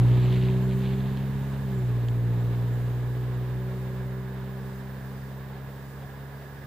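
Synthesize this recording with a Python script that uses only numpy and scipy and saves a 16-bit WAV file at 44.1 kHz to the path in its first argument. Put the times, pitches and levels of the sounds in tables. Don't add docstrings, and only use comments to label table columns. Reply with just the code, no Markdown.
import sys
import numpy as np
from scipy import signal
from scipy.fft import rfft, irfft, next_fast_len
from scipy.io import wavfile
from scipy.ndimage import map_coordinates

SR = 44100
rng = np.random.default_rng(int(sys.argv[2]) if len(sys.argv) > 2 else 0)


def dump(signal):
    limited = np.clip(np.atleast_2d(signal).T, -1, 1)
    pcm = np.round(limited * 32767).astype(np.int16)
    wavfile.write(sys.argv[1], SR, pcm)


def natural_amplitude(level_db):
    exponent = np.asarray(level_db, float) / 20
    return 10 ** exponent


N = 293706


def unit(x):
    return x / np.sqrt(np.mean(x ** 2) + 1e-20)


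def along(points, hz):
    f, v = np.transpose(points)
    return np.interp(np.log(hz + 1), np.log(f + 1), v)


def curves(rows):
    s, *cols = np.transpose(rows)
    return [np.interp(np.arange(N) / SR, s, c) for c in cols]


def wobble(rate):
    at = np.arange(0, N + 16, 16)
    knots = rng.standard_normal(int(N * rate / SR) + 4)
    return np.interp(np.arange(N), at, map_coordinates(knots, [at * rate / SR]))


def filtered(x, response):
    m = next_fast_len(N + SR // 2)
    return irfft(rfft(x, m) * response(np.fft.rfftfreq(m, 1 / SR)), m)[..., :N]


def rush(spectrum, alike, source=None):
    pair = rng.standard_normal((2, N))
    if source is not None:
        pair = pair * source

    def mid_side(hz):
        turn = np.arccos(np.clip(along(alike, hz), -1, 1)) / 2
        return natural_amplitude(along(spectrum, hz)) * [np.cos(turn), np.sin(turn)]

    mid, side = filtered(pair, mid_side)
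    return unit(np.array([mid + side, mid - side]))


# (frequency [Hz], left minus right [dB])
LEVEL_TILT = [(60, 0.5), (130, -0.6), (350, -1.8), (800, -2), (1400, -2.5), (2500, -0.5), (5000, -1.5)]
# (frequency [Hz], left leads by [rad])
PHASE_LEAD = [(35, 0), (60, -.45), (125, -.3), (190, -.22), (350, -.14), (800, -.07), (2400, 0),
              (3500, -.2)]


def ports(hz):
    half = natural_amplitude(along(LEVEL_TILT, hz) / 2) * np.exp(.5j * along(PHASE_LEAD, hz))
    return np.array([half, 1 / half])


START_M, SPEED_M_S, GAIN_M_S2 = 14.9, 6.1, 1


def spreading_db():
    t = np.arange(N) / SR
    return -20 * np.log10(1 + (SPEED_M_S * t + GAIN_M_S2 * t ** 2 / 2) / START_M)


# (time [s], shaft rate [Hz], throttle [dB])
ENGINE = [(0, 60.18, 2), (.35, 62.72, .5), (.75, 64.35, -0.5), (1.1, 66.3, .5), (1.4, 67.55, 1),
          (1.6, 67.74, .5), (1.7, 65.42, 0), (1.9, 60.47, 0), (2.02, 59.63, -2), (2.3, 59.17, 0),
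          (2.7, 60.05, 0), (3.1, 61.63, 0), (3.45, 62.22, .5), (3.75, 63.6, -.5), (4.08, 63.8, 0),
          (4.35, 64.85, -1), (5.3, 66.34, -1), (6.66, 69.3, -0.5)]
PIPE_TUNING = {1: [(59, 1), (64, 2.5), (69, 0)], 2: [(118, 17.5), (122, 16), (127, 13.5), (131, 10.5),
               (138, 7.5)], 3: [(177, 3.5), (180, 1), (183, -4), (186.5, -1), (189.5, 4), (195, 6),
               (200, 2.5), (206, -3.5)], 6: [(356, -8), (365, -7.5), (372, -3.5), (379, 1), (388, -1),
               (396, -4.5), (402, -12.5), (415, -15)], 9: [(535, -18.5), (545, -12), (558, -20.5),
               (572, -9.5), (590, -18), (620, -19)]}
# (roughness [dB], share of the load [1], level while the clutch grips [dB])
TUNED_ORDERS = [
    (0.84, 0.63, 0.5),
    (0.1, 0.01, 0.5),
    (0.54, -0.36, -10),
    (0.5, 0.01, 1),
    (1.2, 2.1, -4),
]
# (shaft order [1], level against order 1 [dB], slope [dB per Hz of shaft], load share [1])
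WEAK_ORDERS = [(.5, -15, -1.5, 1), (1.25, -19, -2, -0.43), (1.5, -18, 0.45, -1), (1.75, -15.5, 0.02, -0.73),
               (2.25, -37, -7, 0), (2.5, -23, 0, -0.6), (2.75, -17.5, -1.7, 0.16),
               (3.25, -12.5, -1.36, -0.12), (3.75, -22.5, 0.2, -0.98), (4, -6.5, -0.23, 0.23),
               (4.5, -25, 0.5, -0.48), (4.75, -10.5, -1.5, 1), (5, -9, -1.8, -0.19), (6.75, -13, -1, 0.85),
               (7, -8, -1.65, 0.85), (8, -11, -1, 1.64)]
# (frequency [Hz], lead [rad])
PIPE_PHASE = [(60, .8), (125, 0), (180, .5), (188, 2.2), (205, 1.8), (240, 3), (275, 4.2), (360, 8),
              (375, 9), (410, 8), (600, 14)]
# (frequency [Hz], density [dB per Hz])
RASP = [(15, -45), (30, -31), (75, -13), (100, -8.5), (130, -8), (226, -15.5), (320, -21), (385, -13.5),
        (467, -24.5), (700, -31.5), (1000, -62), (1500, -120)]
FIRST_ORDER_DB = -35.5
RASP_DB, RASP_THINS = -39, 0.83
LOADED_S, LOADING_S, LIGHT_DB, GRIP_S = 2.07, 0.31, -4.5, 0.1
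STEP = 8


def exhaust():
    shaft_hz, throttle_db = curves(ENGINE)
    t = np.arange(N) / SR
    turn = 2 * np.pi * (np.cumsum(shaft_hz) / SR + .768)
    first_db = FIRST_ORDER_DB + throttle_db + spreading_db()
    load_db = LIGHT_DB * np.clip((LOADED_S - t) / LOADING_S, 0, 1)
    grip = np.exp(-((t - LOADED_S) / GRIP_S) ** 2)

    def order(k, db, rough):
        hz = k * shaft_hz[::STEP]
        phase = k * turn[::STEP] + along(PIPE_PHASE, hz) + 0.031 * rough * wobble(25)[::STEP]
        level_db = (first_db + db + rough * wobble(25))[::STEP]
        return np.sqrt(2) * natural_amplitude(level_db) * np.real(ports(hz) * np.exp(1j * phase))

    boom = 0
    for k, (rough, share, grip_db) in zip(PIPE_TUNING, TUNED_ORDERS):
        tuned_db = along(PIPE_TUNING[k], k * shaft_hz)
        boom = boom + order(k, tuned_db + share * load_db + grip_db * grip, rough)
    for k, db, slope, share in WEAK_ORDERS:
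        weak_db = db + slope * (shaft_hz - 60) + share * load_db + 0.64 * wobble(3.2)
        boom = boom + order(k, weak_db, rough=.9)
    boom = signal.resample_poly(boom, STEP, 1, axis=1, padtype="line")[:, :N]

    puffs = 1 + 0.19 * np.cos(turn) + 0.15 * np.cos(2 * turn)
    gusts_db = .5 * wobble(7.6)
    rasp_db = RASP_DB + RASP_THINS * spreading_db() + 0.083 * load_db + gusts_db
    rasp = natural_amplitude(rasp_db) * rush(RASP, [(100, 0.85), (600, 0.82)], puffs)
    return boom + filtered(rasp, ports)


# (frequency [Hz], density [dB per Hz])
ROAR = [(260, -38), (340, -17), (400, 0), (470, -3), (570, -4.5), (650, -6), (990, -7), (1400, -16),
        (1930, -16), (2500, -19.5), (3300, -22), (3700, -19.5), (4300, -26.5), (5500, -35), (7150, -61),
        (12000, -120)]
# (frequency [Hz], likeness [1])
ROAR_ALIKE = [(60, 0.88), (150, 0.73), (380, 0.81), (950, 0.9), (2380, 0.44), (5980, 0.16), (15000, 0.45)]
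# (middle [s], half length [s], lift [dB])
COARSE_ROAD = [
    (.22, 0.32, 2.5),
    (3.74, 1.1, 0.9),
]
# (frequency [Hz], density [dB per Hz])
GRIT = [(1200, -11), (2000, 2), (2600, 3), (3600, 1.5), (4500, -4.5), (5300, -19), (9000, -29)]
# (middle [s], length [s], level [dB])
GRIT_PATCHES = [
    (0.31, 0.47, -52.5),
    (0.352, 0.089, -54),
    (0.466, 0.13, -59.5),
    (0.72, .06, -54),
    (0.873, 0.18, -53),
    (1.1, 0.32, -58.5),
]
# (frequency [Hz], density [dB per Hz])
SPRAY = [(4000, -32), (5500, -5), (6800, 3.5), (9000, -2.5), (12500, -0.5), (14000, -9), (14150, -120)]
# (time [s], more spray [dB])
SLUSH = [
    (.35, 2),
    (.8, 3.5),
    (1.8, 2),
    (2.85, 3),
    (3.9, 2.5),
    (4.85, 1.5),
    (5.9, 5),
]
ROAR_DB, ROAR_THINS = -44.5, 0.42
BARE_DB = -58.5
SLUSH_S = 0.15


def tyres():
    t = np.arange(N) / SR
    coarse_db = sum(db * np.exp(-((t - s) / half) ** 2) for s, half, db in COARSE_ROAD)
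    unsteady_db = .35 * wobble(5) + 0.91 * wobble(30)
    roar_db = ROAR_DB + ROAR_THINS * spreading_db() + coarse_db + unsteady_db
    roar = natural_amplitude(roar_db) * rush(ROAR, ROAR_ALIKE)

    grains_db = np.minimum(3.2 * rng.exponential(size=N // 40 + 1), 13)
    grains = natural_amplitude(grains_db).repeat(40)[:N]
    clumps_db = 1.0 * wobble(40)
    gritty = natural_amplitude(BARE_DB)
    for s, length, db in GRIT_PATCHES:
        gritty = gritty + natural_amplitude(db) * np.exp(-(2 * (t - s) / length) ** 4)
    crunch = gritty * natural_amplitude(-2.5 * t + clumps_db) * rush(GRIT, [(3000, 0.96)], grains)

    wet_db = sum(db * np.exp(-((t - s) / SLUSH_S) ** 2) for s, db in SLUSH)
    flutter_db = .6 * wobble(9)
    spray = natural_amplitude(-62 - 1.87 * t + wet_db + flutter_db) * rush(SPRAY, [(6000, 0.15), (12000, .1)])
    return filtered(roar + crunch, ports) + spray


# (time [s], peak level [dB], ring [Hz], left minus right [dB])
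STONES = [
    (.2885, -43, 2900, -.5),
    (0.3266, -37, 3100, -.5),
    (0.3567, -41, 2800, -.5),
    (.3652, -42, 2300, -.5),
    (.4562, -45, 3000, -.5),
    (.5012, -43, 3000, -.5),
    (1.1723, -44, 3700, -6),
    (2.085, -40.5, 3370, -5),
    (2.0859, -51, 6590, -8),
]


def stones():
    out = np.zeros((2, N))
    t = np.arange(SR // 50) / SR
    for s, db, hz, pan_db in STONES:
        burst = natural_amplitude(db - 60 * t / 0.01) * rng.standard_normal(len(t))
        tone = unit(natural_amplitude(-60 * t / 0.0028) * np.sin(2 * np.pi * hz * t)) / 20
        ring = np.convolve(burst, tone)[:len(t)]
        out[:, round(s * SR):][:, :len(t)] += ring * natural_amplitude([[pan_db / 2], [-pan_db / 2]])
    return out


# (start [s], peak level [dB], pitch [Hz], length [s])
CHIPS = [
    (0.148, -65, 7220, 0.055),
    (0.196, -61, 7450, 0.078),
    (0.605, -65, 7410, 0.076),
    (.92, -71, 7450, 0.046),
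    (1.725, -65, 7330, 0.093),
    (2.08, -65, 7480, .04),
    (2.372, -67, 7360, 0.066),
    (2.715, -63, 7450, .06),
    (3.332, -67, 7290, 0.038),
]


def bird():
    out = np.zeros(N)
    for s, db, hz, length in CHIPS:
        u = np.linspace(0, 1, round(max(length, .01) * SR))
        blur = 1 + .6 * wobble(180)[:len(u)]
        pitch_hz = hz * (1 + .03 * (u - .5) + .012 * wobble(250)[:len(u)])
        note = np.sin(2 * np.pi * np.cumsum(pitch_hz) / SR)
        swell = np.sin(np.pi * u) ** .8
        out[round(s * SR):][:len(u)] += natural_amplitude(db - 1) * swell * blur * note
    return out * natural_amplitude([[1.5], [-1.5]])


# (frequency [Hz], density [dB per Hz])
DRONE = [(600, -26), (1000, -8.5), (1350, -10.5), (1580, -6), (1695, -1.5), (1800, -8.5), (2100, -15.5),
         (2600, -47), (4000, -120)]


def drone():
    noise = natural_amplitude(-54.5 + 0.69 * wobble(2.9)) * rush(DRONE, [(1000, 0.38), (1700, 0.88)])

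    def from_right(hz):
        lag = np.array([[.5j], [-.5j]]) * np.clip(hz / 700 - 1.4, 0, 1)
        return natural_amplitude([[-4.5], [4.5]]) * np.exp(lag)

    return filtered(noise, from_right)


def scene():
    return exhaust() + tyres() + stones() + bird() + drone()


def roll_off(x):
    return signal.sosfilt(signal.butter(12, 15710, fs=SR, output="sos"), x)


# (frequency [Hz], level [dB], left minus right [dB])
WHINE = (14835.5, -62, 5.5)
# (frequency [Hz], density [dB per Hz])
HISS = [(2350, -4), (4000, -8.5), (4800, -0.5), (5900, -6), (9000, -6.5), (13100, -8.5), (13600, -3),
        (14300, -13)]
# (frequency [Hz], density [dB per Hz])
TOP_HISS = [(14950, -120), (15000, 0), (15700, -5)]
TOP_HZ = 14300


def record(dry):
    hz, db, pan_db = WHINE
    flicker_db = 1.3 * wobble(45)
    tone = np.sin(2 * np.pi * hz * np.arange(N) / SR)
    whine = natural_amplitude(db + flicker_db) * tone * natural_amplitude([[pan_db / 2], [-pan_db / 2]])
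    hiss = natural_amplitude(-61.5 + 1.0 * wobble(5.3)) * rush(HISS, [(4000, 0.12), (12000, 0.041)])
    gate = np.clip(4 * (wobble(22) - np.linspace(1.1, .2, N)), 0, 1)
    blips = natural_amplitude(-78) * gate * rush(TOP_HISS, [(100, .9)])
    mix = filtered(dry + hiss, lambda f: f < TOP_HZ) + blips + whine
    return roll_off(mix)


dry = scene()
out = record(dry)
dump(out)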